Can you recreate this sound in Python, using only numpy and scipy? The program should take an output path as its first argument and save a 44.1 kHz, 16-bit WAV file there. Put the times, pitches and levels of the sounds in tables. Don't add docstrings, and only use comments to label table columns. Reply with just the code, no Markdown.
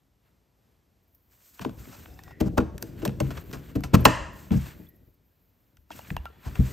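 import sys
import numpy as np
from scipy import signal
from scipy.fft import rfft, irfft, next_fast_len
from scipy.io import wavfile
from scipy.ndimage import uniform_filter1d, map_coordinates

SR = 44100
rng = np.random.default_rng(int(sys.argv[2]) if len(sys.argv) > 2 else 0)


def undo_db(level):
    steps = np.asarray(level, float) / 20
    return 10 ** steps


def wrap_up_sound(samples):
    columns = np.atleast_2d(samples).T
    tamed = np.clip(columns, -1, 1)
    steps = np.round(tamed * 32767).astype(np.int16)
    wavfile.write(sys.argv[1], SR, steps)


N = 296519

# [t/s, peak level at 1.5-4 kHz/dB, body/dB, edge/dB]
RIDGE_SNAPS = [
    (2.579, -21, 4.5, -13),
    (3.0515, -23, -1.5, -4),
    (3.2019, -26, 2, -4.5),
    (3.837, -23, -9, -14.5),
    (4.0531, 1.5, 2, -10),
    (4.5067, -35.5, -6, -19),
    (6.5545, -32.5, -2.5, -18),
]
# [t/s, peak level at 1.5-4 kHz/dB, body at 0.5-1.5 kHz/dB, edge at 4-9 kHz/dB]
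DRY_TICKS = [(1.1494, -69, -8, 5), (1.594, -30.5, 1.5, -17), (1.6487, -24, 4.5, -24.5),
             (1.6944, -42, 7, -12), (1.8547, -43, -1, -21), (2.058, -34.5, -9, -28),
             (2.1905, -41.5, -2.5, -11), (2.2364, -45.5, -9, -1.5), (2.2787, -45, 6, -25),
             (2.78, -33, -23, -5), (2.8255, -31.5, 0.5, 4), (3.0776, -26.5, -32, -9),
             (3.093, -36.5, -1, -17), (3.306, -39.5, -0.5, -11), (3.37, -37.5, -3, -12),
             (3.5136, -42, 2.5, -7), (3.529, -35.5, -5.5, -8), (3.8064, -48, 6.5, -4),
             (5.7696, -47.5, -15.5, -11.5), (5.9045, -43.5, 13, -10), (5.991, -38, 6, -8.5),
             (6.0698, -46, -12, -26), (6.1035, -25, -7, -22), (6.1663, -25.5, -1, -14),
             (6.2554, -31.5, 0, -16)]
# [t/s, level/dB, body/dB, edge/dB, length/s]
THREAD_RASPS = [(1.613, -39.5, -0.5, -8, 0.016), (1.646, -50.5, -7, -2, 0.0097),
                (2.309, -52, 3.5, -13, 0.0066), (2.602, -38, 5, -15, 0.01), (3.02, -43, 0, -12, 0.012),
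                (3.307, -39, 0.5, -11, 0.011), (3.374, -38, -1.5, -12.5, 0.0082),
                (3.532, -36.5, -2, -9.5, 0.0066), (3.535, -45, 2, -5, .025),
                (3.755, -38.5, 1, -9.5, 0.0061), (3.837, -41.5, -0.5, -5, 0.02),
                (4.065, -27.5, 1, -20, 0.028), (5.914, -44, -14, -9, 0.013)]
# [t/s, level/dB, body/dB, edge/dB, length/s]
THREAD_DRAGS = [
    (1.924, -52, 0, -4, 0.03),
    (2.405, -32.5, -2, -7.5, .007),
    (2.463, -54, 9, -1, .02),
    (2.577, -33, 12, -9, 0.0092),
    (3.942, -20.5, 1.5, -10, .012),
    (4.565, -58.5, -8, 6.5, 0.014),
    (6.459, -48.5, 2.5, -6, 0.027),
]
# [f/Hz, width/Hz, level/dB]
EDGE_MODES = [(620, 290, 4), (1040, 190, 7.5), (1410, 180, 9), (1784, 350, 6), (2620, 530, 6.5),
              (4600, 1400, 5.5), (6200, 1700, 8.5), (7930, 1800, 7.5), (12300, 2900, 8.5)]
# [f/Hz, level/dB, t60/s]
LID_MODES = [(50, 4.5, 0.27), (71.3, 4, 0.39), (100.3, -1.5, 0.2), (131.6, -6, 0.32), (176.8, -7, .25),
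             (200.7, -2.5, 0.16), (249.5, 2.5, 0.16), (312.7, 3.5, 0.19), (396.5, 3.5, 0.1), (459, 0, .14),
             (510, -0.5, 0.039), (587, -7.5, 0.11), (650, -9, 0.14), (811, -13.5, 0.16)]
# [t/s, peak level at 100-250 Hz/dB, bench below/dB, panel above/dB, struck spot f/Hz]
LID_JOLTS = [(2.081, -47, 3.5, -2, 91.5), (2.409, -13.5, -10, -7, 283), (2.459, -16, -11, -11.5, 181),
             (2.581, -15, -7.5, -0.5, 235), (2.619, -25, -8.5, -3.5, 183), (2.833, -35, -16, -1.5, 99.6),
             (3.029, -36, -28, 7, 304), (3.07, -14.5, -20, -13, 123), (3.206, -23, -12, -2.5, 135),
             (3.221, -13.5, -16, -35, 126), (3.531, -28.5, -26.5, -6, 137),
             (3.756, -15.5, -12.5, -9.5, 300), (3.838, -28, -5.5, -11, 129), (3.936, -2.5, -14, -14.5, 193),
             (4.058, -9.5, -16, -5.5, 108.7), (4.197, -34, 1, -6.5, 91.5), (4.511, -9.5, -13, -15, 191.8),
             (4.55, -11, -10.5, -24, 189), (4.795, -36.5, -23.5, -8, 174)]
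# [t/s, peak level/dB, bench below/dB, panel above/dB, struck spot f/Hz]
BENCH_SET_DOWNS = [
    (1.603, -26.5, -18, -15, 186),
    (1.657, -20.5, -51, -5, 209),
    (1.875, -32, -19.5, -18, 140),
    (5.785, -68, 17, -23.5, 92.2),
    (5.902, -48, -16, 0, 285),
    (6.112, -22, -4.5, -18.5, 169),
    (6.169, -41.5, 13, -10, 96.4),
    (6.463, -25, 0, -18.5, 129),
    (6.593, -5.5, -8, -25, 114.5),
]
# [t/s, level/dB, f/Hz, t60/s]
STEEL_CLINKS = [(2.19, -33, 1770, 0.024), (2.405, -28.5, 4700, 0.025), (2.582, -21, 1423, 0.045),
                (3.205, -19, 620, 0.053), (3.757, -36, 12300, 0.025), (3.806, -39, 12500, 0.017),
                (4.005, -36, 12300, 0.038), (4.053, -25, 1040, 0.041), (4.058, -11.5, 318.4, 0.15),
                (5.905, -36.5, 650, 0.03), (5.905, -36, 920, 0.03), (5.928, -40, 2800, 0.043),
                (5.99, -40, 818, 0.035), (4.868, -46, 3446, 0.022), (4.887, -48.5, 12500, 0.037),
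                (6.167, -27, 950, 0.022), (6.176, -39, 2800, 0.03), (6.26, -36, 1364, 0.091),
                (6.103, -35, 1980, .018), (6.265, -51.5, 2820, 0.06)]
# [t/s, level/dB, f/Hz, t60/s]
PANEL_NOTES = [(1.649, -33, 1500, .015), (1.651, -32, 446, 0.04), (1.66, -30, 190, .2),
               (1.872, -42, 190, .12), (1.853, -49, 1300, .03), (1.925, -53, 1316, 0.13),
               (1.94, -56, 4070, .06), (2.0, -57, 2890, .1), (2.01, -58, 3900, .08),
               (2.138, -53, 5100, .03), (2.14, -56, 6150, .03), (2.163, -58, 1600, .03),
               (2.41, -30, 780, 0.082), (2.412, -23, 581, .15), (2.588, -28, 445, .18),
               (3.057, -21, 620, 0.071), (3.204, -27, 1050, .04), (3.21, -29, 544, .1),
               (3.22, -41, 2820, .025), (3.757, -37, 1440, 0.045), (3.76, -27, 310, .13),
               (3.94, -14, 197, .16), (3.946, -24, 330, .15), (3.94, -23, 642, .077),
               (3.948, -22.5, 1053, .06), (4.043, -41, 5527, .03), (4.515, -19, 197, .2),
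               (4.52, -38, 690, .1), (5.915, -41, 3250, 0.046), (6.003, -46, 800, 0.027),
               (6.011, -46, 2830, 0.038), (6.05, -52, 2330, .03), (6.07, -52, 2010, .03),
               (6.3, -68, 3400, .8), (6.3, -67, 1860, .8), (6.39, -60, 1880, .05), (1.597, -38, 420, .04),
               (1.96, -60, 2600, .08), (2.085, -57, 1500, .05), (2.1, -60, 3660, .1), (2.2, -60, 2600, .15),
               (5.77, -56, 1500, .025), (6.3, -48, 450, .08)]
# [t/s, level/dB, t60/s]
BREAK_FREE = (4.058, -25.5, 0.63)
# [f/Hz, width/Hz, level/dB]
TRIM_BANDS = [(585, 160, -2), (1000, 230, 1), (1760, 430, -1), (2740, 500, -6), (3800, 280, -23),
              (4700, 300, -17), (5540, 300, -18), (6290, 260, -16), (7200, 450, -17), (8150, 250, -21)]
# [f/Hz, level/dB, t60/s]
TRIM_RINGING = [(581, -29.5, .25), (888, -33, .3), (1056, -33, .25), (1631, -35, 0.3), (1850, -36, 0.69),
                (2600, -44, .45), (2854, -43, .45), (4700, -48, .25), (5500, -53, .4), (6300, -50.5, .35),
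                (7070, -50.5, .25), (7477, -52.5, .3), (8150, -54.5, .3)]
# [f/Hz, width/Hz, level/dB]
BARREL_MODES = [(1923, 60, -3.5), (744, 66, 1.5), (1470, 120, -2.5), (2640, 60, -6), (3600, 100, -9),
                (5220, 200, -10)]
# [t/s, length/s, leading 1.9 kHz mode level/dB, other modes level/dB]
FINGER_PULLS = [
    (2.054, 0.19, -83, -67),
    (2.286, 0.019, -52.5, -66),
    (2.318, 0.085, -59.5, -95),
    (4.816, 0.085, -70, -95),
    (4.95, 0.12, -79, -95),
]
# [t/s, rumble level/dB]
HAND_GRIP = [(1.0, -99), (1.585, -70), (1.65, -47), (2.39, -52), (2.46, -40), (2.66, -38.5), (2.9, -44),
             (3.28, -33), (3.42, -44.5), (3.9, -44.5), (3.999, -29.5), (4.219, -47), (4.699, -46.5),
             (5.32, -74.5), (5.89, -73.5), (5.92, -52), (6.44, -59), (6.52, -42.5)]
# [t/s, length/s, scrape level/dB, hiss over scrape/dB]
HAND_STROKES = [(.25, 0.034, -77, -16), (1.321, 0.095, -73.5, 2.5), (1.449, .14, -74, 9),
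                (1.606, 0.017, -56.5, -12.5), (1.697, 0.06, -74, 0.5), (1.794, 0.24, -60, -0.5),
                (2.083, 0.21, -69.5, -0.5), (2.42, 0.052, -57.5, -16), (2.607, 0.5, -75.5, -33),
                (2.818, 0.07, -62.5, -3), (2.981, 0.11, -57.5, -8), (3.217, 0.18, -54, -7.5),
                (3.476, 0.24, -59.5, -8), (3.776, 0.11, -65, -12), (3.932, 0.12, -60, -23),
                (4.357, 0.1, -61.5, -0.5), (4.536, 0.031, -52.5, -4.5), (4.622, 0.077, -51, -6),
                (4.774, 0.083, -66.5, -7), (4.951, 0.78, -85.5, -14), (5.936, 0.056, -60, -4),
                (5.965, .025, -66, 4), (6.045, .02, -59, -14), (6.078, 0.04, -58, -3),
                (6.175, 0.26, -67, -12), (6.444, 0.073, -58, -7.5), (6.558, 0.051, -53.5, -6),
                (6.656, .08, -50, -2.5)]
# [f/Hz, level per Hz/dB]
RUMBLE_COLOUR = [(25, -24.5), (50, 1.5), (130, -3.5), (200, -8.5), (320, -11.5), (600, -23), (1200, -55)]
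# [f/Hz, level per Hz/dB]
SCRAPE_COLOUR = [(300, -35.5), (600, -5.5), (1450, -1), (1800, -3), (2600, -5.5), (4500, -12.5),
                 (6000, -35), (8000, -64)]
# [f/Hz, level per Hz/dB]
HISS_COLOUR = [(1200, -32), (2500, -6.5), (4000, -3), (8500, 2), (10000, -4.5), (11500, -29.5)]
# [f/Hz, level per Hz/dB]
SKIN_COLOUR = [(9000, -59), (10400, -11.5), (11500, -3), (13000, -0.5), (15000, -1), (15900, -7),
               (17000, -38)]
# [t/s, length/s, level/dB]
SKIN_SWEEPS = [(1.12, .17, -74.5), (1.99, 0.032, -61), (2.8, .03, -71), (3.29, 0.054, -71),
               (3.51, 0.033, -61), (4.78, 0.074, -66), (4.96, .02, -77), (5.06, 0.039, -73),
               (5.27, .05, -76), (5.41, .08, -75.5), (5.6, .09, -77), (5.77, 0.045, -77),
               (6.085, .03, -63.5)]
# [t/s, length/s, level/dB]
NAIL_FLICKS = [(1.03, .015, -77), (1.08, .003, -74), (1.148, .008, -66), (2.236, .003, -59),
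               (2.405, .008, -46), (2.576, 0.0091, -44), (2.825, 0.0014, -40.5), (3.052, 0.0073, -44),
               (3.327, .002, -60), (3.41, .002, -56), (3.44, .002, -59), (3.838, 0.014, -60),
               (3.942, .012, -35.5), (4.052, .002, -23), (4.335, .002, -57), (4.96, 0.0041, -66),
               (5.142, .004, -67), (5.949, 0.0032, -64), (6.255, .004, -59)]
# [f/Hz, t60/s]
GARAGE_T60 = [(200, 0.52), (1000, 0.71), (3000, 0.6), (8000, 0.53), (14000, 0.29)]
# [f/Hz, level per Hz/dB]
AIR_COLOUR = [(28, -29.5), (45, 1.5), (80, 0.5), (150, -7), (1500, -26.5), (8000, -34.5), (13000, -29.5),
              (16500, -48.5)]
# [f/Hz, lead/rad]
PORT_LEAD = [(100, .2), (340, .6), (2300, 0), (3600, .74), (4500, .1), (7000, -.2), (8000, -.8),
             (9050, -2.2), (10950, -4.1), (12700, -5.4), (14300, -7.2), (16000, -8.6)]
# [f/Hz, lead/rad]
NEAR_LEAD = [(250, .3), (550, 1.5), (900, 0.68), (1100, 0.77), (2200, .1), (2700, .4), (5000, 0.4),
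             (8000, 0.16)]
# [f/Hz, level/dB]
PORT_LEVEL = [(60, 0.5), (110, 2.5), (200, 2.5), (600, 3), (2380, -0.5), (4400, 0), (8120, 0.5),
              (15000, -0.5)]
# [f/Hz, likeness from 0 to 1]
PORT_LIKENESS = [(40, 1), (150, .9), (300, 0.89), (600, 0.77), (1200, .4), (1800, 0.77), (3400, 0.77),
                 (5000, 0.9)]

AIR_DB, ROOM_DB = -67, -18.5
RING_TO_ROOM = 0.4
JOLT_RING, SET_DOWN_RING = 1, 0.82
RASP_RISE_S, DRAG_RISE_SHARE = 0.006, 0.99
STROKE_RISE_DB_PER_S, STROKE_FALL_DB_PER_S = 450, 259.5
PULL_RISE_DB_PER_S, PULL_FALL_DB_PER_S = 600, 252
SWEEP_DB_PER_S, FLICK_DB_PER_S = 202, 3000
SWISH_DB, SWISH_FOLLOWS, HISS_USUAL_DB = -64, 0.72, -67
BARREL_WAVER_DB = 3
LOW_HZ, TOP_HZ, STEADY_TOP_HZ = 32.26, 16300, 15800


def unit(x):
    return x / np.sqrt(np.mean(x ** 2) + 1e-20)


def along(points, hz):
    f, v = np.transpose(points)
    return np.interp(np.log(hz + 1), np.log(f + 1), v)


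def filtered(x, response):
    n = x.shape[-1]
    m = next_fast_len(n + 4096)
    return irfft(rfft(x, m) * response(np.fft.rfftfreq(m, 1 / SR)), m)[..., :n]


def resonances(modes):
    def response(f):
        total = 0
        for k, (centre, width, db) in enumerate(modes):
            bandwidth = 1j * f * width
            total = total + (-1) ** k * undo_db(db) * bandwidth / (centre ** 2 - f * f + bandwidth)
        return total
    return response


def wobble(rate):
    at = np.arange(0, N + 32, 32)
    knots = rng.standard_normal(int(N * rate / SR) + 4)
    return np.interp(np.arange(N), at, map_coordinates(knots, [at * rate / SR]))


def rush(spectrum, lumpy_db, rate):
    noise = rng.standard_normal((2, N)) * undo_db(lumpy_db * wobble(rate))
    return unit(filtered(noise, lambda hz: undo_db(along(spectrum, hz))))


def swells(rows, db, rise_db_per_s, fall_db_per_s):
    t = np.arange(0, N, 64) / SR
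    s, length = np.transpose(rows)[:2, :, None]
    before_db = rise_db_per_s * np.clip(s - t, 0, None)
    after_db = fall_db_per_s * np.clip(t - s - length, 0, None)
    gain = undo_db(db[:, None] - before_db - after_db).sum(axis=0)
    return np.interp(np.arange(N) / SR, t, gain)


def add(track, s, sound):
    part = track[..., round(s * SR):][..., :sound.shape[-1]]
    part += sound[..., :part.shape[-1]]


def contact(out, s, db, body_db, edge_db, rise, length, t60, damping=1, blow=0):
    t = np.arange(SR // 8) / SR - rise
    swell = np.clip(1 + t / rise, 0, 1) ** 2
    slips = rng.standard_normal(len(t)) * swell * undo_db(-60 * np.clip(t - length, 0, 1) / t60)
    slips[round(rise * SR)] -= blow
    colour = [(250, body_db - 19.0), (550, body_db + 11.0), (1200, body_db + 5.5), (1800, 0.013),
              (3500, 0.012), (5000, edge_db + 1.5), (16000, edge_db - 7.5)]
    metal = resonances(EDGE_MODES * np.array([1, damping, 1]))
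    add(out, s - rise, undo_db(db) * filtered(slips, lambda f: metal(f) * undo_db(along(colour, f))))


def snaps():
    out = np.zeros(N)
    for s, db, body_db, edge_db in DRY_TICKS:
        contact(out, s, db - 2.5, body_db, edge_db,
                rise=0.0004, length=0.0007, t60=0.012, damping=1.25, blow=7)
    for s, db, body_db, edge_db in RIDGE_SNAPS:
        contact(out, s, db - 2.5, body_db, edge_db, rise=0.0015, length=0.0023, t60=0.016)
        contact(out, s + 0.0072, db - 17.5, body_db + 6, edge_db, rise=0.0017, length=0.0016, t60=0.027)
    for *row, length in THREAD_RASPS:
        contact(out, *row, rise=RASP_RISE_S, length=length / 2, t60=0.019 + 4.2 * length)
    for *row, length in THREAD_DRAGS:
        contact(out, *row, rise=DRAG_RISE_SHARE * length, length=length, t60=0.015)
    return out


def thumps(rows, ring):
    out, t = np.zeros((2, N)), np.arange(SR * 2 // 5) / SR
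    hz, level_db, t60 = np.transpose(LID_MODES)[:, :, None]
    swell = (1 - np.exp(-(t / 0.0064) ** 2)) * undo_db(-60 * t / (t60 * ring))
    for s, db, bench_db, panel_db, spot_hz in rows:
        level_draw, pitch_draw, phase_draw = rng.standard_normal((3, 2, len(LID_MODES), 1))
        tilt_db = along([(80, bench_db), (120, -1.0), (220, -3), (290, panel_db)], hz)
        spot_db = 6 * np.exp(-(np.log(hz / spot_hz) / 0.15) ** 2)
        gain = undo_db(level_db + tilt_db + spot_db + 1.6 * level_draw)
        phase = 2 * np.pi * hz * (1 + 0.036 * pitch_draw) * t + 1.5 * phase_draw
        modes = gain * swell * np.sin(phase.astype('f'))
        add(out, s - 0.004, undo_db(db - 3.5) * modes.sum(axis=1))
    return out


def clinks(rows, wander=0.05):
    out, t = np.zeros(N), np.arange(SR // 2) / SR
    for s, db, hz, t60 in rows:
        drift = np.cumsum(rng.standard_normal(len(t))) * wander
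        envelope = undo_db(db - 60 * t / t60) * (1 - np.exp(-t / 0.0016))
        add(out, s, envelope * np.sin(2 * np.pi * hz * t + drift))
    return out * undo_db(3 * wobble(60))


def trim():
    s, db, t60 = BREAK_FREE
    out, t = np.zeros((2, N)), np.arange(SR) / SR

    def bands(f):
        return sum(undo_db(level) * resonances([(hz, width, 0)])(f) ** 2 for hz, width, level in TRIM_BANDS)

    buzz = unit(filtered(rng.standard_normal((2, SR)), bands))
    add(out, s, buzz * undo_db(db - 60 * t / t60))
    return out


def barrel():
    leading, rest = [swells(FINGER_PULLS, db, PULL_RISE_DB_PER_S, PULL_FALL_DB_PER_S)
                    for db in np.transpose(FINGER_PULLS)[2:]]
    modes = []
    for hz, width, db in BARREL_MODES:
        tone = unit(filtered(rng.standard_normal(N), resonances([(hz, width, 0)])))
        modes.append(undo_db(db + BARREL_WAVER_DB * wobble(29.33)) * tone)
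    return leading * modes[0] + rest * sum(modes[1:])


def hands():
    scrape_db, over_db = np.transpose(HAND_STROKES)[2:]
    drag, slip = [swells(HAND_STROKES, db, STROKE_RISE_DB_PER_S, STROKE_FALL_DB_PER_S)
                  for db in (scrape_db, scrape_db + over_db)]
    grit = undo_db(1.2 * wobble(60))
    grip_db = np.interp(np.arange(N) / SR, *np.transpose(HAND_GRIP))
    rumble = undo_db(grip_db + 2.0) * rush(RUMBLE_COLOUR, lumpy_db=2.5, rate=34)
    scrape = drag * rush(SCRAPE_COLOUR, lumpy_db=1.5, rate=250)
    hiss = slip * rush(HISS_COLOUR, lumpy_db=0.5, rate=120)
    swish_gain = undo_db(SWISH_DB) * (slip / undo_db(HISS_USUAL_DB)) ** SWISH_FOLLOWS
    swish = swish_gain * rush(SKIN_COLOUR, lumpy_db=0.5, rate=90)
    return rumble + grit * (scrape + hiss + swish)


def brushes():
    sweeps, flicks = [swells(rows, np.transpose(rows)[2], rate, rate)
                      for rows, rate in ((SKIN_SWEEPS, SWEEP_DB_PER_S), (NAIL_FLICKS, FLICK_DB_PER_S))]
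    return (sweeps + flicks) * rush(SKIN_COLOUR, lumpy_db=1.5, rate=60)


def garage(x):
    hz, t, z = signal.stft(rng.standard_normal((2, SR * 3 // 4)), SR, nperseg=256)
    decay = undo_db(-60 * t / along(GARAGE_T60, hz)[:, None])
    tail = signal.istft(z * decay, SR, nperseg=256)[1]
    late = np.pad(x, (250, 0))[None]
    return signal.fftconvolve(late, tail / np.linalg.norm(tail[0]), axes=1)[:, :N]


def air():
    return undo_db(AIR_DB) * rush(AIR_COLOUR, lumpy_db=0.8, rate=6)


def ports(near, shared, apart):
    def turn(hz):
        return np.arccos(np.clip(along(PORT_LIKENESS, hz), -1, 1)) / 2

    mid = filtered(shared, lambda hz: np.cos(turn(hz)))
    side = filtered(apart, lambda hz: np.sin(turn(hz)))
    half = np.array([[0.5], [-0.5]])
    slanted = filtered(near, lambda hz: np.exp(1j * half * along(NEAR_LEAD, hz)))
    pair = np.array([mid + side, mid - side]) + slanted
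    return filtered(pair, lambda hz: undo_db(half * along(PORT_LEVEL, hz)) * np.exp(1j * half * along(PORT_LEAD, hz)))


def scene():
    edge = snaps()
    steel = clinks(STEEL_CLINKS)
    knocks = thumps(LID_JOLTS, JOLT_RING) + thumps(BENCH_SET_DOWNS, SET_DOWN_RING)
    room = undo_db(ROOM_DB) * garage(edge + RING_TO_ROOM * steel)
    shared, apart = knocks + trim() + hands() + room + air()
    trim_ring = clinks([(BREAK_FREE[0], db, hz, t60) for hz, db, t60 in TRIM_RINGING])
    singing = barrel() + trim_ring
    skin = brushes()
    near = edge + steel + clinks(PANEL_NOTES, wander=0.09)
    return ports(near, shared + singing + skin[0], apart + skin[1])


def joint_stereo(x, drop_db, jump_db, from_hz):
    hz, _, z = signal.stft(np.array([x[0] + x[1], x[0] - x[1]]) / 2, SR, nperseg=512)
    power = uniform_filter1d(np.abs(z) ** 2, size=8, axis=1)
    power = np.abs(uniform_filter1d(power, size=3, axis=2))
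    bright = (np.abs(z[:, hz > 3000]) ** 2).sum(axis=(0, 1))
    attack = bright > undo_db(2 * jump_db) * np.roll(bright, 1)
    keep = (power > undo_db(-2 * drop_db) * power[::-1]) | attack | (hz < from_hz)[:, None]
    keep &= attack | (hz < STEADY_TOP_HZ)[:, None]
    mid, side = signal.istft(z * np.where(keep, 1, 0.003), SR, nperseg=512)[1][:, :N]
    return np.array([mid + side, mid - side])


def low_pass(x):
    return signal.sosfilt(signal.butter(12, 16490, fs=SR, output="sos"), x)


def record(dry):
    def band(hz):
        return 1 / (1 + (hz / TOP_HZ) ** 40) / (1 - 1j * LOW_HZ / (hz + 1)) ** 2

    x = filtered(dry, band)
    x = x / (1 + np.abs(x) ** 12) ** (1 / 12)
    x = joint_stereo(x, drop_db=6, jump_db=10, from_hz=1500)
    mix = np.clip(x, -1, 1)
    return low_pass(mix)


dry = scene()
out = record(dry)
wrap_up_sound(out)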